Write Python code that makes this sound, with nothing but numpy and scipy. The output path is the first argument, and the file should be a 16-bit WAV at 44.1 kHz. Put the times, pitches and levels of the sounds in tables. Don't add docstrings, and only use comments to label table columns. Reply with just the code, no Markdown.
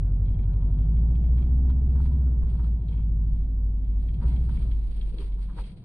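import sys
import numpy as np
from scipy import signal
from scipy.fft import rfft, irfft
from scipy.io import wavfile
from scipy.ndimage import uniform_filter1d, minimum_filter1d

SR = 44100
rng = np.random.default_rng(int(sys.argv[2]) if len(sys.argv) > 2 else 0)


def materialize(psi):
    bounded = np.clip(np.atleast_2d(psi).T, -1, 1)
    quanta = np.round(bounded * 32767).astype(np.int16)
    wavfile.write(sys.argv[1], SR, quanta)


N = 257544
T = np.arange(N) / SR


def from_db(db):
    return 10 ** (np.asarray(db) / 20)


def rms_one(x):
    return x / np.sqrt(np.mean(x ** 2) + 1e-20)


def in_time(rows):
    s, *columns = np.transpose(rows)
    return [np.interp(T, s, column) for column in columns]


def at_hz(points, hz):
    f, value = np.transpose(points)
    return np.interp(np.log(np.maximum(hz, 1)), np.log(f), value)


def drift(rate_hz):
    step = 40
    settle = 2000
    r = np.exp(-2 * np.pi * rate_hz * step / SR)
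    noise = rng.standard_normal(N // step + settle + 2)
    slow = signal.lfilter([1], [1, -2 * r, r * r], noise)[settle:]
    return np.interp(np.arange(N) / step, np.arange(len(slow)), rms_one(slow))


def colour(x, spectrum):
    gain = from_db(at_hz(spectrum, np.fft.rfftfreq(N, 1 / SR)))
    return irfft(rfft(x) * gain, N)


def resonate(x, hz, width_hz):
    r = np.exp(-np.pi * width_hz / SR)
    zeros = np.array([1, 0, -1]) * (1 - r * r) / 2
    poles = [1, -2 * r * np.cos(2 * np.pi * hz / SR), r * r]
    return signal.lfilter(zeros, poles, x + 1e-18)


def body(x, modes):
    power = sum(np.pi * width * from_db(db) ** 2 / SR for _, width, db in modes)
    total = 0
    for k, (hz, width, db) in enumerate(modes):
        total = total + (-1) ** k * from_db(db) * resonate(x, hz, width)
    return total / np.sqrt(power)


def low_pass(x, hz, order):
    return signal.sosfilt(signal.butter(order, hz, fs=SR, output="sos"), x)


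def white():
    return rng.standard_normal((2, N))


def burst(s, rise_s, decay_s):
    exponent = np.minimum((T - s) / rise_s, (s - T) / decay_s)
    return np.exp(np.maximum(exponent, -40))


def ringing(hz, width_hz):
    wander = np.cumsum(rng.standard_normal((2, N)), axis=1) * np.sqrt(2 * np.pi * width_hz / SR)
    return np.sqrt(2) * np.sin(2 * np.pi * hz * T + uniform_filter1d(wander, size=50))


def ring_on(force, width_hz):
    r = np.exp(-np.pi * width_hz / SR)
    return signal.lfilter([1 - r], [1, -r], force)


# time in seconds, firings per second.
ENGINE_SPEED = [(0.1, 46.7), (0.38, 46.4), (0.6, 48.1), (0.8, 49.3), (1.0, 55.7), (1.2, 58.6), (1.5, 61.3),
                (2.0, 65.2), (2.15, 66.0), (2.24, 63.8), (2.42, 57.2), (2.7, 56.7), (2.9, 53.8),
                (3.1, 52.3), (3.5, 51.1), (3.9, 50.5), (4.08, 51.7), (4.28, 58.0), (4.42, 59.6),
                (4.55, 57.6), (4.87, 49.1), (5.1, 48.7), (5.4, 47.5)]
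# time in seconds, level in dB before the waver.
BOOM_LEVEL = [(0.1, -24.5), (1.2, -20), (2.71, -22), (2.85, -27), (2.96, -22.5), (4.19, -25), (4.22, -33),
              (4.26, -19), (4.48, -24.5), (4.83, -24.5), (4.9, -28.5), (5.45, -29), (5.5, -31),
              (5.63, -43.5), (5.74, -44), (5.84, -72)]
# time in seconds, load in dB.
ENGINE_LOAD = [(0.15, -32.5), (0.27, -32.5), (2.78, -35.5), (3.37, -35), (3.45, -39), (4.08, -38.5),
               (4.16, -34.5), (4.47, -34.5), (4.66, -35.5), (4.86, -48), (5.75, -49.5)]
# multiple of the firing rate, relative level in dB, dB gained per dB of load.
ENGINE_ORDERS = [(1.25, 4.5, 2.5), (1.75, -4.5, 0.5), (2, 1, 2.7), (2.25, 0.9, 2.2), (2.5, -21.5, -0.5),
                 (2.75, -6.5, 3.2), (3, -6, 2.54), (3.25, -14.5, 1.5), (3.5, -21.5, -0.5),
                 (3.75, -19.5, -0.5), (4, -13, 2.04), (4.25, -23.5, 6), (4.75, -25.5, 1), (5, -18.5, 0.46),
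                 (5.25, -26.5, 1), (5.75, -32.5, 2), (6, -24.5, 1.2), (6.25, -31, 0), (6.5, -32, 0),
                 (6.75, -30, 0), (7.25, -31, 0.5), (9, -32, 3), (12, -33.5, 1.4)]
# centre in Hz, width in Hz, lift at the centre in dB.
CABIN_RESONANCES = [(88.6, 24, 6.5), (156.1, 20, 11), (215, 27, 7), (249, 18, 11.5), (365, 30, 4.5)]


def engine(overtones_db=-40.0, boom_waver_db=1.02, cruising_load_db=-33):
    roughness, wavers_per_s = .05, 6
    coasting_load_db = -41
    lag_per_order, middle_order = 1.3, 3.5
    top_locked_order, slip_rad = 3.3, 0.7
    firing_hz, = in_time(ENGINE_SPEED)
    boom_db, = in_time(BOOM_LEVEL)
    load_db, = in_time(ENGINE_LOAD)
    angle = 2 * np.pi * np.cumsum(firing_hz) / SR
    boom = from_db(boom_db + boom_waver_db * drift(wavers_per_s)) * np.sin(angle)
    speed_rise = firing_hz / firing_hz.min() - 1
    growl = 0
    for multiple, db, db_per_load_db in ENGINE_ORDERS:
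        order_hz = multiple * firing_hz
        lift_db = sum(top_db / (1 + (2 * (order_hz - hz) / width) ** 2)
                      for hz, width, top_db in CABIN_RESONANCES)
        phase = multiple * angle + np.pi * lag_per_order * (multiple - middle_order) ** 2
        phase = phase + slip_rad * drift(0.98) * speed_rise
        phase = phase + 2 * np.pi * rng.random() * (multiple > top_locked_order)
        gain = from_db(overtones_db + db + lift_db + db_per_load_db * (load_db - cruising_load_db))
        steady = (1 + roughness * drift(0.56)) * np.sin(phase)
        rough = roughness * drift(12) * np.cos(phase)
        growl = growl + gain * (steady + rough)
    coasting_fade = from_db(np.minimum(load_db - coasting_load_db, 0))
    return np.sqrt(2) * (boom + growl * coasting_fade)


# time in seconds, level in dB.
ROAD_BUMPS = [(4.25, -28), (4.558, -25), (4.819, -23), (5.239, -24), (5.583, -25)]


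def bumps():
    body_hz, rise_s, decay_s = 45.35, .004, 0.06
    peak_delay_s = 0.0068
    booms = 0
    for s, db in ROAD_BUMPS:
        swing = np.sin(2 * np.pi * body_hz * (T - s))
        booms = booms + from_db(db) * burst(s + peak_delay_s, rise_s, decay_s) * swing
    return low_pass(booms, 400, order=2)


def faint_ticks(count=10):
    level_db, spread_db = -68, 4
    return [(rng.uniform(0, N / SR), rng.normal(level_db, spread_db), 0) for _ in range(count)]


# time in seconds, relative level in dB, brightness in dB per octave.
CLEAR_TICKS = [(0.06, -62.5, -4.5), (0.2565, -55, 2), (0.279, -56, 0.5), (0.304, -65, -6), (0.324, -67, 9),
               (0.3435, -59, -1.5), (0.387, -52.5, -8.5), (0.408, -67.5, 7), (0.4295, -55, 1.5),
               (0.531, -58, 3), (0.563, -64.5, -9.5), (0.6135, -63.5, -1.5), (0.7223, -61.5, 0),
               (0.738, -64, -8), (0.7816, -56, 2.5), (0.803, -62, 5.5), (0.826, -61, -3.5), (0.848, -65, 3),
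               (0.886, -58, -4), (0.9648, -54, -6.5), (0.992, -66.5, 5), (1.106, -66, 7),
               (1.151, -51.5, -1), (1.194, -65.5, 2), (1.238, -53, -7), (1.282, -64.5, 1),
               (1.323, -63.5, 7.5), (1.378, -49.5, -8), (1.4212, -51.5, -3.5), (1.471, -65.5, 9),
               (1.695, -55, 12.5), (1.704, -58, 3), (1.722, -65, -13), (2.881, -54.5, 9.5), (2.887, -55, 7),
               (2.921, -55, -4), (2.928, -59, -8), (2.947, -58, 3), (2.9755, -53, -5), (3.001, -58.5, -8.5),
               (3.025, -64.5, 2), (3.844, -61, 2.5), (4.084, -49, -3.5), (4.14, -54, 6), (4.361, -48, 2.5),
               (4.57, -50, -8.5), (4.62, -51, -2), (4.712, -47.5, -3), (5.011, -45.5, 5.5), (5.182, -43, 8),
               (5.23, -58.5, -1.5), (5.319, -54, 2.5), (5.427, -59, -2), (5.637, -48, 6), (5.695, -54, -1)]
# centre in Hz, width in Hz, relative level in dB.
TRIM_PANEL_MODES = [(1500, 270, -11.5), (1800, 250, -11), (2247, 100, -2.5), (2530, 160, -6),
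                    (2720, 300, -10), (3238, 110, 0), (3770, 560, -9), (4250, 450, -11.5)]


def ticks(level_db=-7, tail_db=-16, vary_db=1.5, dry_db=-17, pivot_hz=2900, lag_s_per_octave=.0015):
    rise_s, decay_s, peak_delay_s = .001, .004, 0.0017
    rebound_s, tail_s = 0.013, 0.016
    touches = CLEAR_TICKS + faint_ticks()
    shapes = []
    for s, db, _ in touches:
        touch = burst(s + peak_delay_s, rise_s, decay_s)
        rebound = from_db(tail_db) * burst(s + rebound_s, rise_s, tail_s)
        shapes.append(from_db(db + level_db) * (touch + rebound))
    shapes = np.array(shapes)
    brightness = np.array(touches)[:, 2]
    favour_db = rng.normal(0, vary_db, (len(touches), len(TRIM_PANEL_MODES)))
    rings = 0
    for k, (hz, width, db) in enumerate(TRIM_PANEL_MODES):
        octaves = np.log2(hz / pivot_hz)
        strength = from_db(db + favour_db[:, k] + brightness * octaves) @ shapes
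        arriving = np.interp(T + lag_s_per_octave * octaves, T, strength)
        rings = rings + ring_on(arriving, width) * ringing(hz, width)
    contact = from_db(dry_db) * shapes.sum(axis=0) * rms_one(resonate(white(), 2200, 2200))
    return low_pass(rings / np.sqrt(2) + contact, 4600, order=10)


# time of the peak in seconds, level in dB, rise in seconds,
# decay in seconds, scrape relative to the clack in dB.
PLASTIC_CLACKS = [(1.7, -50.5, .0025, 0.011, -5), (1.958, -57, 0.0047, 0.013, -0.5),
                  (1.98, -58, 0.0053, .01, 2), (2.003, -56, 0.006, 0.01, -4.5),
                  (2.058, -49.5, 0.0039, 0.0061, -12), (2.432, -61.5, .007, 0.017, 6),
                  (2.473, -66, 0.0047, .01, -2), (2.552, -59.5, .008, 0.0086, -2),
                  (2.599, -52, 0.0055, 0.011, -7), (2.646, -58.5, 0.0052, 0.0074, -2),
                  (2.668, -60.5, 0.0035, 0.008, -12), (2.918, -62, .004, 0.0059, -2.5),
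                  (2.942, -59, .004, 0.009, -3), (2.995, -62, 0.004, 0.0082, 0),
                  (4.223, -52.5, 0.0082, 0.042, -5), (4.318, -58, 0.0037, 0.013, -14),
                  (4.495, -52.5, 0.0071, 0.0065, -14.5), (5.213, -59, .005, 0.014, -7),
                  (5.388, -61, .006, 0.0097, -3), (5.493, -59, 0.0042, 0.015, 8),
                  (5.522, -65.5, .008, 0.024, -3), (5.586, -43.5, 0.0069, 0.013, -3.5)]
# centre in Hz, width in Hz, relative level in dB.
STRUCK_PLASTIC_MODES = [(790, 96, -6.5), (863, 48, -2.5), (951, 46, 8), (1154, 43, -5.5), (1364, 200, -5),
                        (1565, 61, -5.5), (1930, 60, -17), (3380, 400, -31.5)]


def clacks(thud_db=-13, thud_hz=800, scrape_top_hz=1600, grain_db=-1.0, vary_db=1.0):
    forces = np.array([from_db(db) * burst(s, rise_s, decay_s)
                       for s, db, rise_s, decay_s, _ in PLASTIC_CLACKS])
    forces = forces * rms_one(from_db(grain_db * drift(220)))
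    shares = np.array([from_db(db) * np.sqrt(width) for _, width, db in STRUCK_PLASTIC_MODES])
    favour = from_db(rng.normal(0, vary_db, (len(PLASTIC_CLACKS), len(shares))))
    strengths = shares / np.linalg.norm(shares) * favour
    rings = sum(strengths[:, k] @ forces * ringing(hz, width)
                for k, (hz, width, _) in enumerate(STRUCK_PLASTIC_MODES))
    thud = from_db(thud_db) * forces.sum(axis=0) * rms_one(resonate(white(), thud_hz, thud_hz))
    scrape_force = from_db([row[-1] for row in PLASTIC_CLACKS]) @ forces
    scrape = scrape_force * low_pass(body(white(), RUBBED_PLASTIC_MODES), scrape_top_hz, order=8)
    return low_pass(rings + thud, 4500, order=8) + scrape


# time of the peak in seconds, rustle in dB,
# hollow scuff in dB, rise in seconds, fade in seconds (rise and fade are of the amplitude before squaring).
SEAT_RUBS = [(0.621, -86.5, -65, 0.19, 0.36), (0.78, -88.5, -73.5, 0.072, 0.074),
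             (1.41, -73, -60.5, 0.054, 0.071), (1.9, -78.5, -73.5, 0.02, 0.081),
             (2.045, -66, -65.5, 0.062, 0.066), (2.498, -69, -65.5, 0.042, 0.15),
             (2.57, -72, -69, .03, .05), (2.645, -70.5, -63, 0.045, .045), (2.93, -71, -74, 0.075, 0.085),
             (3.35, -74, -83, 0.11, 0.12), (4.06, -74, -92.5, 0.19, 0.22), (4.225, -68.5, -79, 0.027, 0.1),
             (4.3, -64, -67, 0.077, 0.16), (4.51, -65, -61, 0.051, 0.1), (4.62, -62.5, -60, 0.1, 0.1),
             (4.78, -67.5, -81.5, 0.083, 0.11), (4.92, -66, -84, 0.077, 0.11),
             (5.02, -63.5, -90, 0.07, 0.16), (5.214, -60, -58.5, 0.048, 0.056),
             (5.44, -66.5, -72, 0.078, 0.16), (5.603, -57.5, -72, 0.03, 0.054),
             (5.7, -64, -78, 0.056, 0.027), (5.8, -72.5, -81, 0.047, 0.076)]
# frequency in Hz, relative level in dB per Hz.
RUSTLE_SPECTRUM = [(1000, -6.5), (1900, -8), (2400, -5), (3400, -7), (4600, -8), (5400, -21), (7000, -29.5),
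                   (7900, -20.5), (8700, -7), (9700, -15), (10800, -23), (11600, -33.5), (14000, -27)]
# centre in Hz, width in Hz, relative level in dB.
RUBBED_PLASTIC_MODES = [(936, 51, 5), (1290, 600, -0.5), (1430, 260, -5.5)]


def rubbing(creak_db=-84.0, creak_growth=0.51, grain_db=1.5, catch_db=2.5, creaks_per_s=170):
    resting_rustle_db = -90
    grate_s = 0.0095
    swells = np.array([burst(s, rise_s, fade_s) ** 2 for s, _, _, rise_s, fade_s in SEAT_RUBS])
    rub_powers = from_db(np.transpose(SEAT_RUBS)[1:3]) ** 2
    rustle_power, scuff_power = rub_powers @ swells
    rustle_db = 10 * np.log10(rustle_power + from_db(resting_rustle_db) ** 2)
    grains = white() * from_db(grain_db * drift(290) + catch_db * drift(33))
    rustle = from_db(rustle_db) * rms_one(colour(grains, RUSTLE_SPECTRUM))

    slips = (rng.random(N) < creaks_per_s / SR) * 1.
    slips = signal.lfilter([1], [1, -np.exp(-1 / (grate_s * SR))], slips + 1e-18)
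    firmness_db = rustle_db - np.median(rustle_db)
    creak_tone = rms_one(low_pass(body(slips * white(), TRIM_PANEL_MODES), 4200, order=10))
    creaks = from_db(creak_db + creak_growth * firmness_db) * creak_tone

    scuff = np.sqrt(scuff_power) * low_pass(body(white(), RUBBED_PLASTIC_MODES), 1520, order=10)
    return rustle + creaks + scuff


# time of the peak
# in seconds, level in dB, pitch in Hz, width in Hz, rise in seconds, decay in seconds.
SOFT_NOISES = [(0.09, -70, 1410, 260, 0.037, .035), (0.51, -71.5, 1513, 220, 0.041, 0.032),
               (1.9, -74, 2620, 80.9, 0.0092, 0.029), (2.28, -71, 1304, 220, 0.15, 0.13),
               (4.236, -60, 1610, 776, 0.019, 0.019), (4.309, -68, 2140, 110, 0.026, 0.045),
               (4.245, -47, 408, 222, .012, .02), (4.302, -43, 286, 50, 0.024, 0.024),
               (3.85, -50.5, 132, 77.5, .08, 0.066), (4.33, -57, 720, 323, 0.062, 0.077),
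               (4.53, -50.5, 322, 129.5, 0.012, .03), (4.655, -52, 426, 202, 0.033, 0.04),
               (5.145, -48.5, 394, 180, 0.018, 0.03), (5.212, -46.5, 383, 150, 0.033, 0.03),
               (5.36, -54, 370, 90, 0.049, .025), (5.595, -51.5, 436, 268, 0.024, 0.035),
               (5.59, -53.5, 820, 175, 0.013, .02), (5.7, -47.5, 166, 87, 0.59, 0.54)]


def soft_noises():
    out = 0
    for s, db, hz, width, rise_s, decay_s in SOFT_NOISES:
        edges = [hz - width / 2, hz + width / 2]
        band = signal.sosfilt(signal.butter(3, edges, "band", fs=SR, output="sos"), white())
        out = out + from_db(db) * burst(s, rise_s, decay_s) * rms_one(band)
    return out


# time in seconds, relative level in dB.
ROAD_UNEVENNESS = [(0.04, -45.5), (0.09, -37.5), (2.09, -31.5), (2.24, -47.5), (2.43, -28), (2.74, -43.5),
                   (3.42, -29), (3.48, -37), (5.0, -30.5), (5.6, -41.5), (5.84, -56)]
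# frequency in Hz, relative level in dB per Hz.
SHAKE_SPECTRUM = [(10, -18), (18, -1), (27, 3), (34, 1), (44, -7), (60, -16), (90, -32), (200, -60),
                  (1000, -140)]


def shake(level_db=1):
    jolt_db, = in_time(ROAD_UNEVENNESS)
    wobble = colour(white(), SHAKE_SPECTRUM)
    wobble = wobble / np.sqrt(uniform_filter1d(wobble ** 2, size=7000))
    return from_db(jolt_db + level_db) * wobble


# time in seconds, relative level in dB.
TYRE_LEVEL = [(0.05, -61), (0.4, -59), (2.11, -58.5), (3.05, -65), (3.92, -65.5), (4.49, -63),
              (4.84, -65.5), (5.84, -68)]
# frequency in Hz, relative level in dB per Hz.
TYRE_SPECTRUM = [(50, 8.5), (100, 16), (165, 10.5), (230, 6.5), (300, -3), (350, 0.5), (400, -5), (470, -6),
                 (560, -12), (650, -11.5), (800, -13), (865, -18.5), (960, -18), (1070, -26), (1200, -24.5),
                 (1520, -29.5), (1750, -31.5), (2050, -37), (2300, -35.5), (2700, -41), (4200, -45),
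                 (6500, -67.5)]
# frequency in Hz, mean level in dB.
TREAD_TONES = [(338, -69), (490, -72), (657, -77), (980, -76)]


def tyres(level_db=19.0, patchy_db=0.85):
    wander, fade_db = .015, 2.5
    tyre_db, = in_time(TYRE_LEVEL)
    roar = from_db(level_db + tyre_db + patchy_db * drift(36)) * rms_one(colour(white(), TYRE_SPECTRUM))
    follow_db = .5 * (tyre_db - tyre_db.mean())
    for hz, db in TREAD_TONES:
        phase = 2 * np.pi * np.cumsum(hz * (1 + wander * drift(1.0))) / SR
        strand = drift(20) * np.sin(phase) + drift(22) * np.cos(phase)
        roar[0] += from_db(db + fade_db * drift(4.7) + follow_db) * strand
    return roar


# frequency in Hz, gain of the side signal in dB.
STEREO_WIDTH = [(30, -16), (60, -5), (125, -19), (300, -34), (670, -22), (1220, -10), (2000, 0), (3200, 0),
                (4200, 5), (5500, 1), (7400, -2), (8700, -6), (10500, -5), (12000, -16)]


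def scene():
    mid, side = shake() + tyres() + soft_noises() + rubbing() + ticks() + clacks()
    mid = mid + engine() + bumps()
    side = colour(side, STEREO_WIDTH)
    return np.array([mid + side, mid - side])


def record(dry):
    limit = .22
    cutoff_hz = 14100
    allowed = np.minimum(1, limit / (np.abs(dry).max(axis=0) + 1e-9))
    gain = uniform_filter1d(minimum_filter1d(allowed, size=1300), size=1300)
    return signal.sosfilt(signal.cheby2(12, 70, cutoff_hz, fs=SR, output="sos"), dry * gain)


dry = scene()
out = record(dry)
materialize(out)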